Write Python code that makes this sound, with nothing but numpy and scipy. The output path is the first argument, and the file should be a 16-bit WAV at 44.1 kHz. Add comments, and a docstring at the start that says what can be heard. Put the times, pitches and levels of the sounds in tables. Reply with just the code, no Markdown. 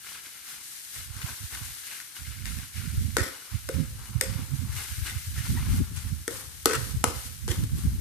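"""Thick paste sizzles and squelches as a steel spoon stirs it in a small electric frying pan.
Steam bubbles burst in the oil, and each stroke tears the wet paste and drags it over the pan floor.
Now and then the spoon knocks, scrapes or squeaks; knocks and scrapes ring the metal and echo in the
kitchen. A draught rumbles and thumps on the two microphone openings (ports) of a phone close by,
at first only the right one."""
import sys
import numpy as np
from scipy import signal
from scipy.fft import rfft, irfft, next_fast_len
from scipy.io import wavfile
from scipy.ndimage import uniform_filter1d

SR = 44100
rng = np.random.default_rng(int(sys.argv[2]) if len(sys.argv) > 2 else 0)


def digitize_waveform(pressure):
    """Quantize a signal to 16-bit integers and store it at the path in sys.argv[1].

    Rows of a 2-D input are taken as channels; values are limited to [-1, 1].
    """
    field = np.atleast_2d(pressure).T
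    bounded = np.clip(field, -1, 1)
    quanta = np.round(bounded * 32767).astype(np.int16)
    wavfile.write(sys.argv[1], SR, quanta)


N = 352869
TIME = np.arange(N) / SR


def undb(db):
    """Turn decibels into a number to multiply by."""
    return 10 ** (np.asarray(db) / 20)


def unit(x):
    """Scale a signal to an average strength (rms) of 1."""
    return x / np.sqrt(np.mean(x ** 2) + 1e-20)


def equalise(x, points):
    """Turn each frequency up or down along a curve of (frequency [Hz], level [dB]) points."""
    size = next_fast_len(x.shape[-1])
    hz, db = np.transpose(points)
    bin_hz = np.arange(size // 2 + 1) * SR / size
    gain = undb(np.interp(np.log(bin_hz + 1), np.log(hz), db))
    return irfft(rfft(x, size) * gain, size)[..., :x.shape[-1]]


def colour(x, points):
    """Shape the tone of x, then set its strength to 1."""
    return unit(equalise(x, points))


def band(x, lo_hz, hi_hz):
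    """Keep the frequencies between two limits."""
    return signal.sosfilt(signal.butter(2, [lo_hz, min(hi_hz, .45 * SR)], "band", fs=SR, output="sos"), x)


def walk(rate):
    """A wandering curve of strength 1 that glides to a new random value rate times a second."""
    hold = max(int(SR / rate), 1)
    steps = rng.standard_normal(N)[np.arange(N) // hold]
    return unit(uniform_filter1d(steps, hold))


def pops(rate, spread_db, size=N):
    """Random clicks, rate a second; spread_db makes a few stand out."""
    strength = undb(spread_db * np.minimum(rng.exponential(size=size), 5))
    return unit((rng.random(size) < rate / SR) * rng.choice([-1, 1], size) * strength)


def swell(start, length, rise_s, sag_db_per_s, fade_s):
    """A loudness curve: it rises, holds or sags, then falls 60 dB every fade_s."""
    age = TIME - start
    fall_db = sag_db_per_s * np.clip(age, 0, length) + 60 * np.maximum(age - length, 0) / fade_s
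    return np.clip(age / rise_s, 0, 1) * undb(-fall_db)


def sideways(x, left_db):
    """Make the left side louder than the right by left_db."""
    return x * undb(np.array([[left_db], [-left_db]]) / 2)


def add(track, s, sound):
    """Mix a stereo sound into the track at time s."""
    start = int(s * SR)
    track[:, start:start + sound.shape[1]] += sound[:, :N - start]


def even_out(x, hold_s):
    """Hold the strength near 1 over each stretch of hold_s; quicker bumps remain."""
    return x / np.sqrt(uniform_filter1d(x ** 2, int(hold_s * SR)) + 1e-6)


def noise(points):
    """Noise with the given tone, unrelated on the left and right."""
    return colour(rng.standard_normal((2, N)), points)


# tone of the kitchen's background (frequency [Hz], level [dB])
MURMUR_TONE = [(20, -20), (70, -5), (150, 0), (400, -3.5), (1000, -11), (10000, -15)]
def kitchen_murmur():
    """A faint, low, steady noise fills the room."""
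    return undb(-63.5) * noise(MURMUR_TONE)


# tone of the wind's deep rumble and of its small swirls (frequency [Hz], level [dB])
RUMBLE_TONE = [(20, -42), (35, -13.5), (60, 4.5), (80, 3.5), (115, -0.5), (160, -13), (240, -27),
               (400, -34.5), (900, -60)]
EDDY_TONE = [(50, -17), (130, 3.5), (230, 4.5), (330, -12.5), (500, -30), (1000, -61)]
# gusts of air (start [s], length [s], left level [dB], right level [dB])
AIR_GUSTS = [(0.95, 0.35, -82, -45.5), (1.385, 0.034, -73, -42), (1.5, 0.21, -76, -45),
             (2.182, 0.4, -86, -39.5), (2.399, 0.2, -60, -37.5), (2.727, 0.26, -61, -35),
             (2.908, 0.098, -33.5, -32), (2.98, 0.17, -48, -34), (3.17, 0.036, -46, -39),
             (3.512, 0.018, -61, -29.5), (3.607, 0.13, -48, -43.5), (3.723, 0.096, -56, -28),
             (3.82, 0.19, -41, -42.5), (4.052, 0.33, -50, -38.5), (4.223, 0.21, -50, -36),
             (4.46, 0.16, -48, -33.5), (4.638, 0.14, -36.5, -41), (4.858, 0.061, -42, -39),
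             (4.955, 0.064, -33, -41.5), (5.057, 0.14, -41, -43.5), (5.264, 0.18, -38, -34.5),
             (5.462, 0.23, -31.5, -30), (5.669, 0.14, -23, -30.5), (5.88, 0.11, -35.5, -47),
             (6.029, 0.099, -39, -31), (6.166, 0.035, -43, -42), (6.27, 0.31, -45.5, -53.5),
             (6.613, 0.038, -40, -47), (6.692, 0.25, -54, -35.5), (6.945, 0.02, -28.5, -32),
             (6.992, 0.21, -48, -41), (7.227, 0.25, -59, -42), (7.406, 0.2, -42, -36),
             (7.553, 0.32, -31.5, -34), (7.832, 0.043, -22, -27), (7.904, 0.22, -29.5, -38)]
def draught():
    """Moving air rumbles on each port; stronger gusts shed smaller, higher swirls (eddies)."""
    power = undb(-73) ** 2  # nearly still air
    for start, length, left_db, right_db in AIR_GUSTS:
        shape = swell(start, length, rise_s=.033, sag_db_per_s=0, fade_s=.32)
        power = power + (undb([[left_db], [right_db]]) * shape) ** 2
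    gust = np.sqrt(power)
    eddies = even_out(noise(EDDY_TONE), hold_s=.054) * undb(-6 + 5.5 * walk(45))
    eddies *= (gust / undb(-25.5)) ** .7
    rumble = even_out(noise(RUMBLE_TONE), hold_s=.04)
    bumps = undb(4 * np.array([walk(30), walk(30)]))
    return undb(2.7) * gust * even_out((rumble + eddies) * bumps, hold_s=.12)


# single strong swirls, listed for each port (time [s], pitch [Hz], relative level [dB])
AIR_THUMPS = {"left": [(2.992, 77, -14.5), (3.86, 90, -35), (3.94, 90, -51), (4.11, 90, -31),
              (4.4, 95, -25), (4.46, 95, -32), (4.701, 80, -15), (4.775, 89.5, -18.5), (5.025, 82, -12),
              (5.283, 91, -17), (5.526, 97, -15), (5.6, 95, -25), (5.721, 104, -10.5), (5.779, 106, -17),
              (5.978, 95.5, -15.5), (6.075, 90, -23), (6.972, 99, -10.5), (7.465, 90, -20),
              (7.581, 112, -14), (7.666, 86.5, -25), (7.861, 119, -9), (7.91, 96, -17)],
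              "right": [(1.108, 96, -25.5), (1.169, 96, -23.5), (1.246, 119, -18), (1.325, 90, -31),
              (1.448, 81, -24), (1.62, 108, -25.5), (2.445, 82.6, -18), (2.575, 84, -32),
              (2.801, 85, -18.5), (2.879, 123, -15.5), (2.98, 94.5, -12), (3.055, 93, -12.5),
              (3.215, 83, -12), (3.554, 101, -15), (3.756, 77, -20.5), (3.805, 120, -11),
              (4.161, 113, -9.5), (4.307, 96, -20), (4.36, 119, -15.5), (4.537, 114, -12.5),
              (4.593, 106, -14.5), (4.653, 112, -18.5), (4.925, 88, -22.5), (5.168, 87, -15.5),
              (5.274, 87, -22.5), (5.345, 95, -29), (5.409, 98, -14.5), (5.502, 115, -13), (5.63, 100, -20),
              (5.675, 76, -14), (5.786, 101, -15), (6.129, 105, -16), (6.765, 99, -22),
              (6.835, 95.5, -21.5), (6.947, 125, -16), (7.079, 88.6, -16.5), (7.17, 95, -21),
              (7.504, 95, -12.5), (7.593, 108, -12.5), (7.637, 133, -12.5), (7.733, 118, -11.5),
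              (7.875, 108, -15), (7.938, 112, -18.5)]}
def thumps():
    """A swirl sweeps over a port: the pressure swings once or twice, slowing as it passes."""
    out = np.zeros((2, N))
    t = np.arange(-SR // 10, SR // 10) / SR
    rise_cycles, fall_cycles = .67, .8
    for port, side in zip(np.eye(2), ("left", "right")):
        for s, hz, db in AIR_THUMPS[side]:
            cycles = hz * t
            shape = np.exp(-np.abs(cycles / np.where(t < 0, rise_cycles, fall_cycles)) ** 1.5)
            swing = np.sin(2 * np.pi * (cycles - .15 * cycles ** 2 + rng.random()))
            add(out, s + t[0], port[:, None] * undb(db - 3.5) * shape * swing)
    return out


# how long the kitchen echoes (frequency [Hz], time to fade by 60 dB [s])
ECHO_TIMES = [(250, 0.35), (500, 0.52), (1500, 0.5), (5000, 0.62), (12000, 0.14)]
def kitchen_echo(x, gap_s):
    """After a tiny gap the walls send back a blur of echoes; the highest treble dies first."""
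    t = np.arange(SR * 3 // 4) / SR
    hz, fade_times = np.transpose(ECHO_TIMES)
    tail = 0
    for centre in 125 * 2. ** np.arange(8):
        octave = band(rng.standard_normal((2, len(t))), centre / np.sqrt(2), centre * np.sqrt(2))
        fade_s = np.interp(np.log(centre), np.log(hz), fade_times)
        tail = tail + octave * undb(-60 * t / fade_s)
    tail *= np.clip(t / gap_s - 1, 0, 1)
    tail /= np.linalg.norm(tail, axis=1, keepdims=True)
    return signal.oaconvolve(x, tail, axes=1)[:, :N]


def ring(notes, centre_hz, octaves, phase_spread, crack_db, crack_s, detune):
    """Struck metal rings with its own notes; the spot that is hit favours those near centre_hz."""
    t = np.arange(SR // 3) / SR
    tones = 0
    for hz, db, fade_s in notes:
        favour = np.exp(-.5 * (np.log2(hz / centre_hz) / octaves) ** 2)
        phase = rng.uniform(0, 2 * np.pi) + phase_spread * rng.choice([-1, 1]) * np.array([[0], [1]])
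        shifted_hz = hz * (1 + detune * rng.uniform(-.71, 1))  # clinging paste shifts each note
        tones = tones + favour * undb(db - 60 * t / fade_s) * np.sin(2 * np.pi * shifted_hz * t + phase)
    onset = np.minimum(t * centre_hz * 2, 1)
    # countless weak overtones die at once and make the crack
    burst = rng.standard_normal((2, len(t))) * undb(-60 * t / crack_s)
    crack = band(burst, centre_hz / 2 ** octaves, centre_hz * 2 ** octaves)
    hit = unit(tones * onset) + undb(crack_db) * unit(crack)
    first_5_ms = hit[:, :SR // 200]
    return hit / np.sqrt(np.mean(first_5_ms ** 2, axis=1, keepdims=True))


# the notes each metal part rings with (pitch [Hz], level [dB], time to fade by 60 dB [s])
BODY_NOTES = [(257, -1.5, 0.12), (307, 1.5, 0.082), (340, -2.5, 0.054), (376, -4.5, 0.063), (451, 3, 0.041),
              (459.7, -4.5, 0.14), (499.7, -8.5, 0.27), (528.5, -4.5, 0.25), (567.6, -18.5, 0.2)]
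WALL_NOTES = [(794, -7, 0.023), (926, 10.5, 0.0056), (1060, 11, 0.0037), (1297, -7, 0.042),
              (1470, -14, 0.084), (1496, -4, 0.028), (1714, -1.5, 0.0065), (1840, 4, 0.01),
              (2480, 4.5, 0.0083)]
SPOON_NOTES = [(3380, 4, 0.017), (3700, 10, 0.014), (5280, 6, 0.029), (6950, -7, 0.0095),
               (7580, 7.8, 0.025), (8100, 14, 0.014), (9930, 13, 0.015), (10340, 6.5, 0.016),
               (10840, -3, 0.014), (13200, 11, 0.015)]
def contact(body_hz, wall_hz, spoon_hz):
    """One touch rings three parts: the pan's body, its wall and the spoon."""
    body = ring(BODY_NOTES, body_hz, octaves=.39, phase_spread=.19,
                crack_db=-11, crack_s=.06, detune=.005)
    wall = ring(WALL_NOTES, wall_hz, octaves=.37, phase_spread=.69,
                crack_db=-4.5, crack_s=.02, detune=.025)
    spoon = ring(SPOON_NOTES, spoon_hz, octaves=1.25, phase_spread=1,
                 crack_db=7.5, crack_s=.013, detune=.04)
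    return sideways(body, .5), sideways(wall, .41), sideways(spoon, .14)


# squeaks of the spoon (time [s], length [s], pitch [Hz], level [dB], octave above, relative [dB])
SPOON_SQUEAKS = [(5.58, .028, 955, -43, 1), (6.747, .012, 1370, -26, -14), (6.758, .012, 1350, -27, -14),
                 (6.773, .008, 1400, -31, -14)]
def squeaks():
    """For a moment the spoon's tiny slips fall roughly into step and make a tone."""
    out = np.zeros(N)
    waver = 1 + .035 * walk(900)
    rasp = undb(3 * walk(400) - 1)
    for s, length, hz, db, octave_db in SPOON_SQUEAKS:
        phase = 2 * np.pi * np.cumsum(hz * waver) / SR
        tone = np.sin(phase) + undb(octave_db) * np.sin(2 * phase)
        out += tone * rasp * undb(db) * np.exp(-(2 * (TIME - s) / length) ** 2)
    return out


# the spoon's edge on bare metal (start [s], length [s], fade over that length [dB], body level [dB],
# wall level [dB], wall centre [Hz], spoon level [dB], spoon centre [Hz])
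SPOON_SCRAPES = [(0.065, 0.087, 0, -73, -60, 1900, -47.5, 4500),
                 (0.939, 0.072, 1, -75, -53.5, 1310, -42.5, 7500),
                 (1.214, 0.016, 7, -73, -55, 1100, -36, 3300),
                 (1.261, 0.045, 0, -61, -44.5, 1390, -53, 3030),
                 (1.53, 0.027, 3, -73, -41, 1910, -46, 3500), (1.879, 0.07, 4, -72, -45, 2100, -47, 9000),
                 (2.462, 0.04, 7, -69, -44, 2000, -42, 4500), (2.571, 0.018, 3, -72, -44, 1880, -40, 11000),
                 (2.767, 0.042, 7, -67, -43.5, 2000, -41, 4200),
                 (3.175, 0.034, 3, -27, -27, 1590, -30, 5050), (3.204, 0.094, 7, -39, -36, 1530, -33, 6800),
                 (3.698, 0.038, 19, -42, -59, 1500, -41, 7000), (4.22, 0.046, 8, -47, -40, 1650, -32, 7500),
                 (5.064, 0.049, -1, -69, -44, 1680, -39.5, 3600),
                 (5.373, 0.023, 0, -60, -43, 1920, -49, 3200), (5.96, 0.035, 4, -60, -53, 1600, -39, 4800),
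                 (6.301, 0.022, 5, -32.5, -61, 1400, -39, 7000),
                 (6.656, 0.0062, 3, -38, -21, 1390, -19, 7860),
                 (6.664, 0.082, -0.5, -30.5, -31.5, 1500, -35, 6400),
                 (6.731, 0.0425, 1, -46, -29, 1480, -28, 7200),
                 (7.066, 0.065, 8.5, -32.5, -50, 950, -33.5, 5960),
                 (7.477, 0.046, -4.5, -37, -41, 1460, -36.5, 5600)]
def scrapes():
    """The edge catches on grit and lets go; every tiny slip rings the metal."""
    out = np.zeros((2, N))
    catch_s, catch_db = .006, 5  # how long a grip lasts, how far its force varies
    for s, length, fade_db, body_db, wall_db, wall_hz, spoon_db, spoon_hz in SPOON_SCRAPES:
        size = int(length * SR)
        press = signal.windows.tukey(size, .2) * undb(-fade_db * np.linspace(0, 1, size))
        catches = undb(catch_db * rng.uniform(-1, 1, size))[np.arange(size) // int(catch_s * SR)]
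        slips = press * unit(catches * pops(rate=1100, spread_db=2, size=SR)[:size])
        parts = contact(body_hz=384, wall_hz=wall_hz, spoon_hz=spoon_hz)
        for part, db in zip(parts, (body_db, wall_db, spoon_db)):
            ringing = signal.fftconvolve(slips[None], part / np.linalg.norm(part[0]), axes=1)
            add(out, s, undb(db) * ringing)
    return out


# the spoon hits the pan (time [s], body level [dB], # body centre [Hz], wall level [dB], wall centre [Hz],
# spoon level [dB], spoon centre [Hz])
SPOON_KNOCKS = [(0.262, -62, 300, -60, 1900, -42, 3600), (1.166, -71, 300, -45, 1500, -40, 9500),
                (2.001, -70, 300, -41, 1790, -39, 5000), (2.456, -64, 297, -38, 1920, -35, 4300),
                (3.168, -23.5, 410, -18, 1370, -19, 6400), (3.689, -32.5, 473, -31, 1550, -30, 7500),
                (4.2110, -36, 570, -23, 1660, -15, 8000), (4.237, -34, 526, -48, 1500, -50, 7000),
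                (6.2790, -26.5, 406, -27.5, 1470, -24, 7700),
                (6.6572, -20, 350, -16.5, 1080, -10.5, 7400),
                (7.0407, -20.5, 385, -14, 1070, -14.5, 6600),
                (7.4791, -32.5, 343, -32.5, 1110, -32, 4940), (7.637, -41, 273, -50, 1500, -38, 6000)]
def spoon_knocks():
    """Each is one sharp touch: a clunk or clink of metal."""
    out = np.zeros((2, N))
    for s, body_db, body_hz, wall_db, wall_hz, spoon_db, spoon_hz in SPOON_KNOCKS:
        for part, db in zip(contact(body_hz, wall_hz, spoon_hz), (body_db, wall_db, spoon_db)):
            add(out, s, undb(db) * part)
    return out


def spoon_on_pan():
    """Sharp touches, scrapes and squeaks together; the kitchen echoes the first two."""
    touches, scraping = spoon_knocks(), scrapes()
    echoes = kitchen_echo(undb(-9) * touches + undb(-8.5) * scraping, gap_s=.0015)
    return (touches + scraping + echoes) * undb(-1.5) + squeaks()


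def crackle(points, rate, spread_db, likeness):
    """Dense tiny clicks from all over the pan; likeness is the share that both ports hear alike."""
    shared, left, right = (pops(rate, spread_db) for _ in range(3))
    return colour(np.sqrt(likeness) * shared + np.sqrt(1 - likeness) * np.array([left, right]), points)


# tone of the sliding paste (frequency [Hz], level [dB])
DRAG_TONE = [(120, 0), (300, -3), (480, -7.5), (620, -16), (780, -0.5), (1150, 3), (1500, 3), (3000, -47)]
def drag():
    """Paste rubs over the pan floor with a low, grainy noise."""
    return crackle(DRAG_TONE, rate=1200, spread_db=0, likeness=.65)


def air_pockets(count):
    """Air pockets pop in the pressed paste, each rising in pitch as it opens."""
    out = np.zeros((2, N))
    t = np.arange(SR // 50) / SR
    middle_hz, spread_octaves, fade_cycles = 2150, .6, 2.2
    times = rng.random(count) * TIME[-1]
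    pitches = middle_hz * 2 ** (spread_octaves * np.clip(rng.standard_normal(count), -2, 2))
    gains = undb(3.5 * np.minimum(rng.exponential(size=count), 3.5))  # many small, a few large
    right_phases = rng.uniform(-1.5, 1.5, count)
    for s, hz, gain, right_phase in zip(times, pitches, gains, right_phases):
        cycles = hz * t
        phase = 2 * np.pi * cycles * (1 + .004 * cycles) + np.array([[0], [right_phase]])
        add(out, s, gain * np.exp(-cycles / fade_cycles) * np.sin(phase))
    return unit(out)


# tone of the tearing paste (frequency [Hz], level [dB])
SQUELCH_TONE = [(500, -46), (1000, -29), (1400, -0.5), (2200, 5), (2900, -1), (5000, -0.5), (12000, -40)]
# hollows between spoon, paste and pan (pitch [Hz], width [Hz], level [dB])
PASTE_HOLLOWS = [(1360, 240, 15), (1572, 280, 8), (2104, 98, 3), (2910, 95, 11)]
def squelch():
    """Wet paste tears; hollows under the spoon open and close, each ringing in its own time."""
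    tearing = crackle(SQUELCH_TONE, rate=1500, spread_db=1.4, likeness=.68)
    hollows = sum(undb(db + 3.2 * walk(45)) * band(tearing, hz - width / 2, hz + width / 2)
                  for hz, width, db in PASTE_HOLLOWS)
    return unit(tearing + undb(-5) * unit(hollows) + undb(-7) * air_pockets(count=4000))


# tone of the bursting bubbles (frequency [Hz], level [dB])
SIZZLE_TONE = [(200, -16), (600, -29), (1000, -22), (1600, 2), (2600, -3), (4000, 2.5), (7000, 2.5),
               (8900, 4), (9550, 4.5), (10300, 4.5), (12000, 5), (13300, 9.5), (15000, -17)]
# bright bands that come and go with the oil (centre [Hz], width [Hz], level [dB])
OIL_SHIMMERS = [(9440, 720, -19), (14000, 1400, -8)]
def sizzle():
    """Thousands of tiny steam bubbles burst in the oil each second and blur into a hiss."""
    bubbles = crackle(SIZZLE_TONE, rate=12000, spread_db=2.5, likeness=.011)
    shimmer = sum(undb(db + 4 * walk(7)) * band(bubbles, hz - width / 2, hz + width / 2)
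                  for hz, width, db in OIL_SHIMMERS)
    flicker = undb(.55 * walk(50))
    return unit(bubbles + shimmer) * flicker


# strokes of the spoon (start [s], length [s], time to dig in [s], sizzle level [dB],
# squelch level [dB], drag level [dB])
SPOON_STROKES = [(-0.007, 0.19, 0.085, -42, -47, -56.5), (0.228, 0.24, 0.022, -46.5, -53.5, -83),
                 (0.43, 0.1, 0.07, -39, -50, -54.5), (0.593, 0.38, 0.053, -40, -77, -85),
                 (0.905, 0.095, 0.054, -38.5, -49, -61), (1.102, 0.17, 0.13, -39.5, -45, -45),
                 (1.243, 0.27, .035, -39, -57, -75), (1.495, 0.086, 0.035, -37.5, -47.5, -48),
                 (1.588, 0.2, 0.044, -38.5, -54, -62), (1.798, 0.19, 0.077, -38.5, -46.5, -59),
                 (2.141, 0.024, 0.019, -39, -48, -54), (2.23, 0.28, 0.027, -47.5, -49.5, -78),
                 (2.442, 0.18, 0.015, -41, -49, -55.5), (2.72, 0.19, 0.04, -43, -48, -62),
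                 (2.91, 0.92, 0.053, -43, -55, -79), (3.287, 0.23, 0.035, -69, -52.5, -54),
                 (3.48, .07, 0.057, -46.5, -49.5, -66), (3.68, 0.12, 0.06, -43, -49, -54),
                 (3.96, 0.39, 0.023, -65, -56, -53.5), (4.243, 0.19, 0.023, -44.5, -51, -50),
                 (4.493, 0.31, 0.057, -45.5, -58, -54.5), (4.693, 0.093, 0.14, -30.5, -38.5, -42.5),
                 (4.855, 0.18, 0.028, -39, -49, -78), (5.03, 0.051, 0.031, -36.5, -40.5, -45.5),
                 (5.154, 0.17, 0.044, -40.5, -56, -75), (5.33, 0.055, 0.048, -37, -44, -52),
                 (5.41, 0.1, 0.055, -36, -46.5, -54), (5.522, 0.21, 0.069, -43, -46, -50),
                 (5.644, 0.13, 0.07, -38.5, -56, -50), (5.93, 0.15, 0.037, -43, -52.5, -54.5),
                 (6.282, 0.12, 0.058, -37.5, -56, -48), (6.484, 0.22, 0.14, -46.5, -75, -76),
                 (6.755, 0.14, 0.046, -37.5, -68, -51.5), (7.116, 0.15, 0.045, -38.5, -56, -63),
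                 (7.472, 0.058, 0.04, -36.5, -50, -46), (7.732, 0.092, 0.043, -41, -66, -53)]
def stirred_paste():
    """Each stroke lifts sizzle, squelch and drag above the simmer, then eases as the paste gives way."""
    power = undb([[-45.5], [-63.5], [-63.5]]) ** 2 * np.ones(N)  # the three sounds between strokes
    fades_s = .64, .59, .59  # the paste spits a little longer than it slides
    for start, length, dig_s, *levels_db in SPOON_STROKES:
        for layer, (db, fade_s) in enumerate(zip(levels_db, fades_s)):
            stroke = swell(start, length, dig_s, sag_db_per_s=11.5, fade_s=fade_s)
            power[layer] += (undb(db) * stroke) ** 2
    spitting, pushing, sliding = np.sqrt(power)
    sizzling = sizzle() * spitting
    jerks = undb(1.7 * walk(110) + .4 * walk(18) - .3)  # the paste sticks and lets go
    squelching = squelch() * pushing * jerks * undb(.5)
    dragging = drag() * sliding * jerks
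    return sizzling + sideways(squelching, 1.3) + sideways(dragging, .5)


def scene():
    """The pan sits a little to the left, with the draught and the kitchen's murmur around it."""
    pan = stirred_paste() + spoon_on_pan()
    return sideways(pan, .73) + draught() + thumps() + kitchen_murmur()


# how each microphone port changes the tone (frequency [Hz], level [dB])
LEFT_TONE = [(1000, -1.5), (2100, 2.5), (2500, 2), (2900, 2), (3300, 0.5), (5000, -0.06), (6300, 3),
             (7300, 0.2), (8800, 0), (9550, 3), (11000, -1.5), (12000, -2), (13300, -3.5)]
RIGHT_TONE = [(300, 1.5), (500, -1), (650, 0.5), (950, -4), (1200, -3), (1450, -9.5), (1700, -3),
              (2700, 1.5), (4300, -1.5), (6800, -5), (8150, 1.5), (10000, -4), (11500, -2.5), (14000, -10)]
def record(dry):
    """Each port has its own tone; the phone cuts the deep bass, clips at full scale and cuts the top."""
    bass_cut = signal.butter(3, 38, "high", fs=SR, output="sos")
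    treble_cut = signal.ellip(12, .2, 70, 14400, fs=SR, output="sos")
    heard = np.array([equalise(dry[0], LEFT_TONE), equalise(dry[1], RIGHT_TONE)])
    heard = signal.sosfilt(bass_cut, heard)
    return signal.sosfilt(treble_cut, np.clip(heard, -1, 1))


dry = scene()
out = record(dry)
digitize_waveform(out)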